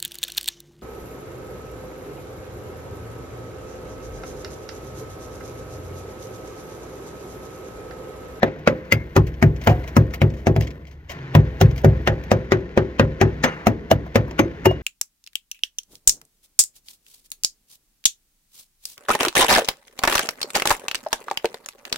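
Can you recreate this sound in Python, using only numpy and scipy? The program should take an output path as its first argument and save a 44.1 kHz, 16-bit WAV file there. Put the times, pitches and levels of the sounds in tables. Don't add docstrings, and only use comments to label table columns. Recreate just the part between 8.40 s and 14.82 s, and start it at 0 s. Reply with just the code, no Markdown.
import sys
import numpy as np
from scipy import signal
from scipy.fft import rfft, irfft
from scipy.io import wavfile
from scipy.ndimage import uniform_filter1d, map_coordinates

SR = 44100
rng = np.random.default_rng(int(sys.argv[2]) if len(sys.argv) > 2 else 0)


def log_audio(samples):
    frames = np.atleast_2d(samples).T
    limited = np.clip(frames, -1, 1)
    pcm = np.round(limited * 32767).astype(np.int16)
    wavfile.write(sys.argv[1], SR, pcm)


def decibels_to_gain(level_db):
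    exponent = np.asarray(level_db, float) / 20
    return 10 ** exponent


N = 283122


def evened(x):
    return x / np.sqrt(np.mean(x ** 2) + 1e-20)


def read(points, hz):
    f, value = np.transpose(points)
    return np.interp(np.log(hz + 1), np.log(f + 1), value)


def add(mix, s, sound):
    part = mix[..., round(s * SR):][..., :sound.shape[-1]]
    part += sound[..., :part.shape[-1]]


def coloured(x, spectrum):
    hz = np.fft.rfftfreq(x.shape[-1], 1 / SR)
    octaves_below = np.maximum(np.log2(spectrum[0][0] / (hz + 1)), 0)
    octaves_above = np.maximum(np.log2((hz + 1) / spectrum[-1][0]), 0)
    level_db = read(spectrum, hz) - 16 * (octaves_below + octaves_above)
    return evened(irfft(rfft(x) * decibels_to_gain(level_db), x.shape[-1]))


def burst(spectrum, t60, rise):
    t = np.arange(4096) / SR
    noise = coloured(rng.standard_normal((2, len(t))), spectrum)
    return noise * decibels_to_gain(-60 * t / t60) * (1 - np.exp(-t / rise))


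def ringing(hz, t60, rise, phase=0):
    t = np.arange(16000) / SR
    fade = np.sqrt(1 - (t / t[-1]) ** 2)
    return fade * decibels_to_gain(-60 * t / t60) * (1 - np.exp(-t / rise)) * np.sin(2 * np.pi * hz * t + phase)


# [f/Hz, level/dB per Hz]
SHOP_AIR = [(15, -53.5), (25, -5), (53, -11.5), (70, -1.5), (124, -18), (150, -9), (179, -29.5),
            (200, -34.5), (260, -59.5), (440, -120)]


def shop_air():
    return decibels_to_gain(-46.5) * coloured(rng.standard_normal((2, N)), SHOP_AIR)


SURGE_RISE_S, SURGE_T60_S = 0.034, .7


def surges(per_body):
    out, t = np.zeros(N), np.arange(SR // 2) / SR
    for (s, *_), (body_db, *_) in zip(BLOWS, SPOTS):
        fall = decibels_to_gain(per_body * (body_db + 13.5) - 60 * t / SURGE_T60_S)
        add(out, s, fall * (1 - np.exp(-t / SURGE_RISE_S)))
    return out


# [t/s, flow level/dB, share of fine dust level/dB]
GRIT_FLOW = [(0.0, -49.5, -34), (0.3, -52, -22), (1.12, -53.5, -17), (1.3, -45.5, -16.5),
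             (1.55, -49.5, -20.5), (2.1, -56, -16.5), (2.34, -55.5, -18), (2.5, -65, -20), (2.68, -61, -20),
             (2.74, -46, -31), (2.9, -47.5, -33), (3.2, -47.5, -23), (3.9, -48.5, -28), (4.3, -50.5, -32),
             (5.1, -47.5, -29), (5.45, -53, -28), (5.9, -49, -28), (6.42, -49, -32)]
# [f/Hz, level/dB per Hz]
GRIT_HISS = [(470, -27.5), (800, 1.5), (1100, -1.5), (1220, -6), (1390, 1), (1940, 2), (2700, -8),
             (4480, -17.5), (5590, -22.5), (6090, -20.5), (10000, -52.5), (13000, -93.5), (22000, -120)]
# [f/Hz, level/dB per Hz]
GRIT_RUMBLE = [(88, -29.5), (150, 9), (193, -0.5), (377, 0), (486, -3.5), (616, -11.5), (672, -7.5),
               (888, -62), (1000, -16), (1300, -31), (2200, -120)]
# [f/Hz, level/dB per Hz]
BRIGHT_TICK = [(9500, -10), (11000, -9), (13000, -3.5), (15800, -7.5), (16500, -32)]


def grit():
    s, flow_db, dust_db = np.transpose(GRIT_FLOW)
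    t = np.arange(N) / SR
    flow = decibels_to_gain(np.interp(t, s, flow_db))
    dust = decibels_to_gain(np.interp(t, s, dust_db))
    shaken = flow * (1 + decibels_to_gain(0.5) * surges(per_body=0))
    landed = rng.random(N) < 5000 / SR
    size = decibels_to_gain(1.0 * np.minimum(rng.exponential(1, N), 5)) * landed
    grains = size * rng.standard_normal((2, N))
    out = shaken * (coloured(grains, GRIT_HISS) + dust * coloured(grains, BRIGHT_TICK))
    rumble = decibels_to_gain(1.5) * flow + decibels_to_gain(-28) * surges(per_body=0.73)
    return out + rumble * coloured(rng.standard_normal((2, N)), GRIT_RUMBLE)


# [t/s, level/dB]
HUM_SWELL = [
    (2.7, -86.5),
    (2.76, -44),
    (2.827, -38),
    (2.894, -44),
    (2.934, -33.5),
]
HUM_HZ = 132.5


def hum():
    s, db = np.transpose(HUM_SWELL)
    t = np.arange(N) / SR
    waver = evened(uniform_filter1d(rng.standard_normal(N), 1500))
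    tone = np.sqrt(2) * np.sin(2 * np.pi * np.cumsum(HUM_HZ * (1 + 0.01 * waver)) / SR)
    return decibels_to_gain(np.interp(t, s, db, left=-100, right=-100)) * tone


# [t/s, level/dB, top above 10 kHz relative level/dB, length/s]
FLAKE_FALLS = [(0.19, -45.5, -18, 0.036), (0.447, -52.5, -36, 0.097), (0.8685, -34, -17.5, 0.077),
               (0.94, -42, -26, 0.048), (1.162, -36.5, -27, 0.046), (1.2141, -33, -22.5, 0.077),
               (1.237, -38, -12.5, 0.15), (1.294, -30.5, -22.5, 0.096), (1.4396, -34.5, -29.5, 0.035),
               (1.4756, -30.5, -18.5, 0.074), (1.707, -41.5, -25.5, 0.05), (1.7373, -24, -15.5, 0.062),
               (1.9, -39, -32, 0.059), (1.938, -39, -24, 0.07), (1.966, -45.5, -21, 0.29),
               (2.2085, -16.5, -19, 0.018), (2.221, -32, -22.5, 0.12), (2.2706, -29, -24.5, 0.048),
               (2.305, -37, -25.5, 0.056), (2.452, -42.5, -27, 0.015), (2.4693, -48.5, -22.5, 0.13),
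               (2.5102, -49, -22, 0.14), (2.694, -32.5, -22.5, 0.14), (2.7167, -29.5, -18.5, 0.027),
               (3.3106, -33.5, -25, 0.041), (3.36, -34.5, -13.5, 0.042), (3.377, -31.5, -20.5, 0.096),
               (3.838, -36.5, -14.5, 0.03), (5.048, -31, -42.5, 0.017), (5.91, -30, -26, 0.025),
               (3.415, -44, -8, .03), (3.655, -46, -6, .03), (3.62, -46, -12, .02)]
# [f/Hz, level/dB per Hz]
FLAKE_CRUNCH = [(710, -39), (1200, -18.5), (2130, 2), (2670, -6), (3140, -6), (3630, -13.5), (6200, -11.5),
                (8760, -29.5), (10500, -57.5), (13600, -68), (22000, -120)]
# [f/Hz, level/dB per Hz]
FLAKE_THUD = [(500, -7), (670, 11), (800, -8.5), (1000, 1), (1200, -9.5)]
# [t/s, level/dB]
LUMP_FALLS = [(0.162, -40), (0.1942, -41), (0.4515, -39), (1.3028, -28.5), (1.4396, -33), (2.6985, -38),
              (5.0554, -24), (5.6606, -31.5), (5.878, -29), (5.9105, -32.5), (6.0553, -39), (6.1162, -57),
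              (6.3094, -23)]
LUMP_S = 0.065


def flakes():
    out = np.zeros((2, N))
    for s, db, top_db, length in FLAKE_FALLS:
        length = np.clip(length, .005, .3)
        crumbs = evened(decibels_to_gain(2.5 * np.repeat(rng.standard_normal(size=64), repeats=64)))
        add(out, s, decibels_to_gain(db - 3.0) * crumbs * burst(FLAKE_CRUNCH, length, 0.00063))
        add(out, s, decibels_to_gain(db + top_db + 4.5) * crumbs * burst(BRIGHT_TICK, length, .0015))
        add(out, s, decibels_to_gain(db - 7.5) * burst(FLAKE_THUD, 1.6 * length, 0.0034))
    for s, db in LUMP_FALLS:
        crunch = decibels_to_gain(-19.5) * burst(FLAKE_CRUNCH, LUMP_S, .0015)
        top = decibels_to_gain(-28) * burst(BRIGHT_TICK, LUMP_S, .0015)
        add(out, s, decibels_to_gain(db) * (burst(FLAKE_THUD, LUMP_S, 0.0015) + crunch + top))
    return out


# [t/s, level/dB, t60/s]
SKID_TIMES = [
    (0.036, -37, .45),
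    (0.279, -42, 1),
    (1.277, -37.5, .45),
    (5.046, -28.5, .65),
]
# [f/Hz, level/dB per Hz]
SKID_RASP = [(500, -5.5), (900, -1), (1500, 1), (2300, -5), (3200, -19.5), (6000, -31.5)]


def skids():
    out, t = np.zeros((2, N)), np.arange(16384) / SR
    for s, db, t60 in SKID_TIMES:
        rough = evened(decibels_to_gain(1.8 * np.repeat(rng.standard_normal(size=128), repeats=128)))
        rasp = coloured(rough * rng.standard_normal((2, len(t))), SKID_RASP)
        add(out, s, decibels_to_gain(db - 60 * t / t60) * (1 - np.exp(-t / .004)) * rasp)
    return out


# [t/s, f/Hz, level/dB, t60/s]
BOUNCE_HITS = [
    (6.2675, 375, -5, .08),
    (5.9975, 330, -8, .045),
    (5.0475, 240, -14, .1),
    (5.0475, 520, -18, .08),
    (5.5205, 300, -13, .04),
    (1.279, 700, -12, .06),
    (4.8145, 800, -14, .05),
]


def bounces():
    out = np.zeros(N)
    for s, hz, db, t60 in BOUNCE_HITS:
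        add(out, s, decibels_to_gain(db) * ringing(hz, t60, .0004, np.pi))
    return out


# [t/s, f/Hz, level/dB, t60/s]
METAL_RINGS = [(.031, 1780, -4, 0.027), (0.273, 1372, -14, 0.053), (1.272, 718, -17.5, 0.29),
               (1.27, 878, -35.5, 0.38), (4.813, 1750, -15, 0.09), (5.5148, 642, -3, 0.047),
               (6.259, 870, -9, 0.072), (6.257, 2214, -13.5, 0.026), (.523, 2074, -2.5, 0.035),
               (.523, 1701, -26, .1), (.523, 2536, -24, .07), (.523, 2745, -23, .07),
               (.523, 3241, -28, .08), (.523, 1378, -22, .07), (.523, 2254, -23.5, 0.084),
               (.523, 2100, -33, 0.5), (.523, 2190, -35, .4), (0.522, 4775, -21, 0.06),
               (1.271, 2908, -31.5, 0.19), (1.272, 6270, -44, 0.057), (1.566, 15000, -54, 0.17),
               (3.213, 690, -12, .05), (5.27, 680, -12, .04), (1.737, 1300, -28, .04),
               (1.44, 2100, -36, .06), (3.212, 15900, -50.5, .15), (5.042, 2850, -35, 0.4),
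               (5.043, 1410, -28, .25), (5.043, 1879, -28, .16), (5.043, 840, -28, .1),
               (5.04, 3420, -19, .04), (5.039, 1089, -32.5, 0.18), (5.041, 2200, -35.5, 0.14),
               (6.055, 340.7, -16.5, 0.14), (5.041, 1725, -21, 0.13), (5.041, 2090, -36, 0.47),
               (5.042, 6310, -37, 0.2), (5.041, 10620, -55, 0.11), (5.995, 6310, -29.5, 0.1),
               (6.256, 2850, -23, 0.25), (1.567, 1637, -26, 0.1), (1.567, 1290, -16, .04),
               (.765, 560, -23, .1), (5.9935, 860, -12, .045), (5.9935, 1125, -16, .05),
               (5.514, 2960, -16, .03), (1.274, 872, -14, .06), (1.272, 784, -16, 0.12)]
RUST_SPLIT, RUST_TWIN_DB = 4.57, -11
HEAD_ABOVE_HZ = 2800


def rings():
    ribs, head = np.zeros(N), np.zeros(N)
    for s, hz, db, t60 in METAL_RINGS:
        twin = decibels_to_gain(RUST_TWIN_DB) * ringing(hz + RUST_SPLIT / t60, t60, 0.000058)
        add(head if hz > HEAD_ABOVE_HZ else ribs, s, decibels_to_gain(db - 2.0) * (ringing(hz, t60, 0.00006) + twin))
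    return ribs, head


def push():
    t = np.arange(400) / SR
    return -np.sin(2 * np.pi * 420 * t) * np.exp(-(t / 0.001) ** 2)


# [f/Hz, level/dB per Hz]
CRACK_COLOUR = [(470, -30.5), (800, -2.5), (910, -4.5), (1810, -1.5), (2480, -6), (4530, -18), (6330, -15),
                (7360, -21.5), (9330, -32.5), (10500, -27.5), (13600, -72), (22000, -120)]
# [f/Hz, t60/s]
CRACK_FADE = [(800, 0.17), (2400, 0.09), (6400, 0.071), (15000, 0.032)]
RIB_PITCHES = [1100, 1650, 2300, 3300, 5300]


def crack(modes_hz, bright_db, haze_db, ribs_db, build_s):
    colour = [(f, db + bright_db * np.clip(np.log2(f / 1800), 0, 2)) for f, db in CRACK_COLOUR]
    hz = np.union1d(np.transpose(colour)[0], RIB_PITCHES)
    colour = list(zip(hz, read(colour, hz) + read(list(zip(RIB_PITCHES, ribs_db)), hz)))
    hz, t, z = signal.stft(coloured(rng.standard_normal((2, 6000)), colour), SR, nperseg=128)
    fading = z * decibels_to_gain(-60 * t / read(CRACK_FADE, hz)[:, None])
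    haze = signal.istft(fading, SR, nperseg=128)[1][:, :4096]
    u, v = rng.standard_normal((2, len(modes_hz), 1))
    t, f = np.arange(4096) / SR, modes_hz[:, None]
    knock_db = read(colour, f) + 3.5 * u - 60 * t / (0.32 * read(CRACK_FADE, f))
    knock = (decibels_to_gain(knock_db) * np.sin(2 * np.pi * (f * t + 0.17 * v))).sum(axis=0)
    knock = knock * (1 - np.exp(-t / 0.00078))
    snap = burst(colour, 0.017 + 5.0 * build_s, 0.00009)
    return (1 - np.exp(-(t / build_s) ** 2)) * (snap + decibels_to_gain(haze_db) * haze + decibels_to_gain(-12) * knock)


# [f/Hz, level/dB, t60/s]
PANEL_MODES = [(48.8, -8.5, 0.71), (64.26, -4.5, 0.96), (87.55, -14, 1), (105.7, 8.5, 0.27),
               (130.2, -2, 0.53), (151.4, 7, 0.27), (178.2, -8.5, 0.32), (215.8, -7.5, 0.44),
               (229, 2, 0.18), (252.7, -3.5, 0.22), (288.2, -2, 0.14), (306.7, -4.5, 0.41),
               (349.7, -9, 0.38), (376, 3, 0.22), (394.3, -7, 0.36), (428.7, -15, 0.43), (468, 7.5, 0.056),
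               (517, -3, 0.46), (546.7, 0.5, 0.16), (599, -8, 0.31), (660, 3.5, 0.12), (711, -12, 0.29),
               (833, -10, 0.28), (923, -17, 0.36)]
FAMILY_EDGES = [125, 180, 330, 450, 620]
BODY_FOCUS_DB, BODY_FOCUS_HZ = -2.5, 45


def sheet(family_db, damping_db, body_hz):
    modes_hz, modes_db, t60 = np.transpose(PANEL_MODES)[..., None]
    t = np.arange(16000) / SR
    family = np.searchsorted(FAMILY_EDGES, modes_hz)
    is_body, is_damped = family == 2, np.isin(family, (3, 4))
    quick = np.isin(family, (2, 4, 5))
    first = 1 + 1.79 * quick * np.exp(-t / 0.0073)
    away_db = BODY_FOCUS_DB * ((modes_hz - body_hz) / BODY_FOCUS_HZ) ** 2 * is_body
    away_db = away_db - damping_db * is_damped * t
    u, v, w = rng.standard_normal((3,) + modes_hz.shape)
    rise = (9 / modes_hz) ** 2 + 0.19 / modes_hz
    modes = ringing(modes_hz * (1 + 0.012 * v), t60, rise, np.pi + .3 * w)
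    return (first * decibels_to_gain(family_db[family] + modes_db + away_db + 1.2 * u) * modes).sum(axis=0)


# [t/s, crack level/dB, boom of the loose sheet level/dB,
#                sharpness: tick above 10 kHz relative to the crack level/dB]
BLOWS = [(0.03, -13.5, -31.5, -22.5), (0.2741, -8.5, -31, -24), (0.5226, -9.5, -20, -10.5),
         (0.7635, -6.5, -11.5, -17), (1.0257, -10.5, -10.5, -18), (1.2721, -6.5, -11.5, -18),
         (1.5658, -11.5, -12.5, -11.5), (1.8166, -13, -14, -18), (2.069, -14, -15.5, -20.5),
         (2.1626, -21.5, -14.5, -13.5), (2.9506, -10, -8, -17), (3.2115, -6.5, -6.5, -14),
         (3.446, -12.5, -8, -16.5), (3.6733, -5, -15, -24), (3.9153, -9, -17.5, -20),
         (4.12, -7, -20, -26.5), (4.375, -11.5, -20.5, -27), (4.596, -7, -14, -26), (4.813, -6.5, -14, -22),
         (5.034, -3, -34.5, -24), (5.2687, -9.5, -20, -15), (5.5116, -10, -18, -10.5),
         (5.7564, -7, -16.5, -18.5), (5.9895, -7, -22.5, -18), (6.254, -8, -18, -13.5)]
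# [body near 250 Hz level/dB, clang near 380 Hz level/dB,
#                               modes near 520 Hz level/dB, clank near 700 Hz level/dB]
SPOTS = [(-17.0, -22.5, -15.5, -14.5), (-15.5, -25.0, -12.5, -27.0), (-21.0, -29.0, -23.5, -29.0),
         (-14.0, -16.5, -23.5, -30.5), (-13.0, -18.5, -22.0, -15.0), (-15.0, -19.0, -15.5, -7.5),
         (-11.0, -20.5, -20.0, -22.0), (-13.5, -20.5, -21.5, -19.5), (-14.5, -16.5, -19.0, -15.5),
         (-19.5, -23.5, -25.5, -18.5), (-11.5, -19.0, -18.5, -14.0), (-13.5, -15.5, -17.5, -26.5),
         (-9.0, -11.5, -10.5, -11.5), (-17.0, -17.0, -15.5, -13.0), (-14.0, -19.0, -14.0, -15.5),
         (-15.0, -12.0, -21.0, -20.5), (-14.5, -10.5, -17.0, -19.0), (-10.5, -18.5, -14.0, -23.0),
         (-12.0, -12.0, -19.5, -12.5), (-21.0, -29.0, -22.0, -47.0), (-10.0, -19.0, -19.0, -16.0),
         (-15.0, -28.0, -19.5, -18.0), (-13.0, -21.5, -12.5, -14.5), (-15.0, -22.5, -14.5, -18.0),
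         (-16.0, -21.0, -20.0, -15.0)]
# [sheet gives way this late t/ms, dent level/dB, crack builds in t/ms,
#                               extra damping/dB per s, body pitch f/Hz]
CONTACTS = [(1.0, 0.0, 0.5, -31.0, 250.0), (0.6, 0.0, 0.2, -28.0, 250.0), (1.0, -12.0, 0.8, -20.0, 249.0),
            (0.1, -2.0, 0.4, 7.0, 273.0), (0.3, 0.0, 0.2, 15.0, 244.0), (-0.3, -2.0, 0.2, -24.0, 235.0),
            (1.2, -8.0, 0.6, -32.0, 248.0), (0.6, 0.0, 0.2, -17.0, 230.0), (0.8, 0.0, 0.2, 13.0, 261.0),
            (0.1, -15.0, 0.2, -11.0, 249.0), (0.3, 0.0, 0.2, -33.0, 250.0), (0.5, -2.0, 0.5, 32.0, 234.0),
            (-1.0, 0.0, 0.2, 37.0, 236.0), (2.0, -2.0, 0.6, -1.0, 230.0), (1.3, 0.0, 0.3, -19.0, 227.0),
            (0.1, 0.0, 0.1, -15.0, 239.0), (0.1, 0.0, 0.1, 9.0, 243.0), (0.8, 0.0, 0.2, -36.0, 225.0),
            (0.8, -3.0, 0.3, -4.0, 238.0), (6.0, -12.0, 6.0, -8.0, 234.0), (0.3, 0.0, 0.2, 50.0, 230.0),
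            (1.3, -8.0, 0.8, 13.0, 227.0), (0.3, -5.0, 0.2, 73.0, 223.0), (3.5, -8.0, 2.5, 23.0, 285.0),
            (3.0, -2.0, 2.5, -40.0, 297.0)]
BLOW_RIBS = [(0.0, -0.0, -2.5, 1.5, -4.0), (-2.5, -1.0, 0.5, 0.5, 1.0), (-4.0, 0.5, -1.0, 1.0, 2.0),
             (5.0, -6.5, -5.0, -2.5, -0.0), (-5.0, 3.0, 3.5, -4.5, 1.0), (2.5, -0.0, 1.5, -2.5, -2.0),
             (6.0, 3.5, 3.0, -5.5, 4.0), (0.5, -2.0, 2.0, 1.5, -2.5), (-0.0, -2.5, -2.0, -2.0, 3.0),
             (1.0, 0.0, 7.0, 4.5, 2.5), (3.5, -5.0, 3.5, 2.5, -1.5), (-3.0, -0.5, -3.5, 0.5, 1.5),
             (1.0, 2.0, 3.5, -3.5, 2.5), (-4.5, 2.5, -0.0, 1.0, 1.0), (-0.5, -2.0, -3.0, -3.5, 2.0),
             (-3.0, 0.5, 1.0, -2.0, 1.0), (0.5, 1.5, -2.0, -0.5, 0.0), (-0.0, 1.5, -2.0, 3.0, -0.5),
             (-7.0, -1.0, -2.5, -4.5, -0.0), (-1.5, -0.5, 0.0, 2.5, 6.0), (2.0, -4.0, -0.0, -6.5, 1.0),
             (3.5, 1.0, -1.5, 5.0, 3.5), (-0.5, -4.0, 2.5, -1.5, 1.5), (-0.5, -2.0, 5.0, 1.0, 1.0),
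             (-1.0, -1.0, 2.0, -0.5, 1.5)]
# [t/s, level/dB]
HAMMER_REST = [
    (2.22, 0.5),
    (2.42, -14),
    (2.6, -9),
    (2.9, -14),
    (2.94, -1),
]
BOOM_DB, BODY_DB, CLANG_DB, UPPER_DB, CLANK_DB = -2.5, -5, -0.53, -9, -10.5
USUAL_BOOM_DB, USUAL_SHARP_DB = -16, -20
TICK_LAG_S = .0004


def hammer():
    panel, sharp = np.zeros(N), np.zeros((2, N))
    patch_hz = np.geomspace(900, 7000, num=36) * rng.uniform(1.0, 1.02, size=36)
    for blow, spot, contact, ribs_db in zip(BLOWS, SPOTS, CONTACTS, BLOW_RIBS):
        s, crack_db, boom_db, sharp_db = blow
        body_db, clang_db, upper_db, clank_db = spot
        late_ms, dent_db, build_ms, damping_db, body_hz = contact
        build_s, gives = max(build_ms, .02) / 1000, s + late_ms / 1000
        thump_db = -22 + 1.14 * (boom_db - USUAL_BOOM_DB)
        family_db = np.array([boom_db + BOOM_DB, thump_db, body_db + BODY_DB, clang_db + CLANG_DB,
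                              upper_db + UPPER_DB, clank_db + CLANK_DB])
        add(panel, gives, sheet(family_db, damping_db, body_hz))
        add(panel, gives, decibels_to_gain(family_db[2:5].max() + dent_db + 3.0) * push())
        bright_db = -1.5 + 0.28 * (sharp_db - USUAL_SHARP_DB)
        haze_db = -11 - .25 * (sharp_db - USUAL_SHARP_DB)
        add(sharp, s, decibels_to_gain(crack_db - 3) * crack(patch_hz, bright_db, haze_db, ribs_db, build_s))
        tick = burst(BRIGHT_TICK, .014, 0.00037) + decibels_to_gain(-10.5) * burst(BRIGHT_TICK, 0.061, 0.002)
        add(sharp, s + build_s + TICK_LAG_S, decibels_to_gain(crack_db + sharp_db) * tick)
    return panel * decibels_to_gain(np.interp(np.arange(N) / SR, *np.transpose(HAMMER_REST))), sharp


FLEX_MS, FLEX_SPAN_S = .08, .02


def flexed(x):
    span = round(FLEX_SPAN_S * SR)
    wander = evened(uniform_filter1d(uniform_filter1d(rng.standard_normal(N), span), span))
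    return map_coordinates(x, [np.arange(N) + FLEX_MS * SR / 1000 * wander], order=3, mode='nearest')


def detour(x):
    taps = np.zeros(540)
    taps[rng.integers(20, 540, size=9)] = rng.standard_normal(size=9)
    return signal.oaconvolve(x, taps / np.linalg.norm(taps))[:N]


# [f/Hz, share]
PORT_SAME = [(130, 1), (250, 0.92), (600, 0.82), (1200, 0.88), (4000, 0.75), (12000, .88)]
# [f/Hz, level/dB]
PORT_LEAN = [(200, .6), (380, 1), (700, -1.2), (1290, 1.6), (2380, 4.4), (4400, 4.2), (8120, 8),
             (15000, 13)]
# [f/Hz, phase/radians]
PORT_LEAD = [(400, 0.048), (800, 1.23), (1500, 1.93), (3000, 1.4), (6000, 1.42), (15000, 1.4)]


def ports(first, second):
    hz = np.fft.rfftfreq(N, 1 / SR)
    same, lean = np.clip(read(PORT_SAME, hz), 0, 1), decibels_to_gain(read(PORT_LEAN, hz) / 2)
    a, b = rfft(first), rfft(second)
    right = (same * a + np.sqrt(1 - same ** 2) * b) * np.exp(-1j * read(PORT_LEAD, hz))
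    level = 2 / np.sqrt(lean ** 2 + lean ** -2)
    return decibels_to_gain(0.5) * irfft(level * np.array([a * lean, right / lean]), N)


def scene():
    air, trickle, tone = shop_air(), grit(), hum()
    falling, rasp = flakes(), skids()
    ribs, head = rings()
    panel, sharp = hammer()
    noisy = sharp + falling + trickle + air
    metal = flexed(panel + ribs + bounces() + tone) + head
    other = detour(metal + noisy[1])
    return ports(metal + noisy[0] + rasp[0], other + rasp[1])


PORT_DIP_HZ, PORT_DIP_WIDTH_HZ, PORT_DIP_SHARE = 9650, 2330, 0.54


def port_dip(x):
    band = signal.lfilter(*signal.iirpeak(PORT_DIP_HZ, PORT_DIP_HZ / PORT_DIP_WIDTH_HZ, fs=SR), x)
    return x - np.clip(PORT_DIP_SHARE, 0, 1) * band


# [f/Hz, level/dB relative to the sound]
SMEAR_NOISE = [(100, -26), (400, -11), (1500, -7.5), (6000, -4.5), (9500, -8), (15000, -9)]
SMEAR_APART = .6


def smear(x):
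    hz, t, z = signal.stft(x, SR, nperseg=1024, noverlap=768)
    a, b = rng.standard_normal((2, 3) + z.shape[1:])
    noise = a + 1j * b
    error = np.sqrt(1 - SMEAR_APART ** 2) * noise[:1] + SMEAR_APART * noise[1:]
    error = z * decibels_to_gain(read(SMEAR_NOISE, hz))[:, None] * error
    return x + signal.istft(error, nperseg=1024, noverlap=768)[1][:, :N]


def band_limit(x):
    return signal.sosfilt(signal.butter(12, 16350, fs=SR, output="sos"), x)


def record(dry):
    dry = signal.sosfilt(signal.butter(2, 42, 'high', fs=SR, output='sos'), dry)
    power_db = 10 * np.log10(abs(uniform_filter1d((dry ** 2).mean(0), 400)) + 1e-12)
    fall = np.arange(N) * 98.4 / SR
    over_db = np.clip(np.maximum.accumulate(power_db + fall) - fall + 25.5, 0, 9.)
    late = round(.064 * SR)
    over_db = np.concatenate([np.zeros(late), over_db[:-late]])
    ducked = dry / decibels_to_gain(0.35 * uniform_filter1d(over_db, 150))
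    clipped = np.clip(ducked, -1, 1)
    mix = np.clip(smear(port_dip(clipped)), -1, 1)
    return band_limit(mix)


dry = scene()
out = record(dry)
log_audio(out)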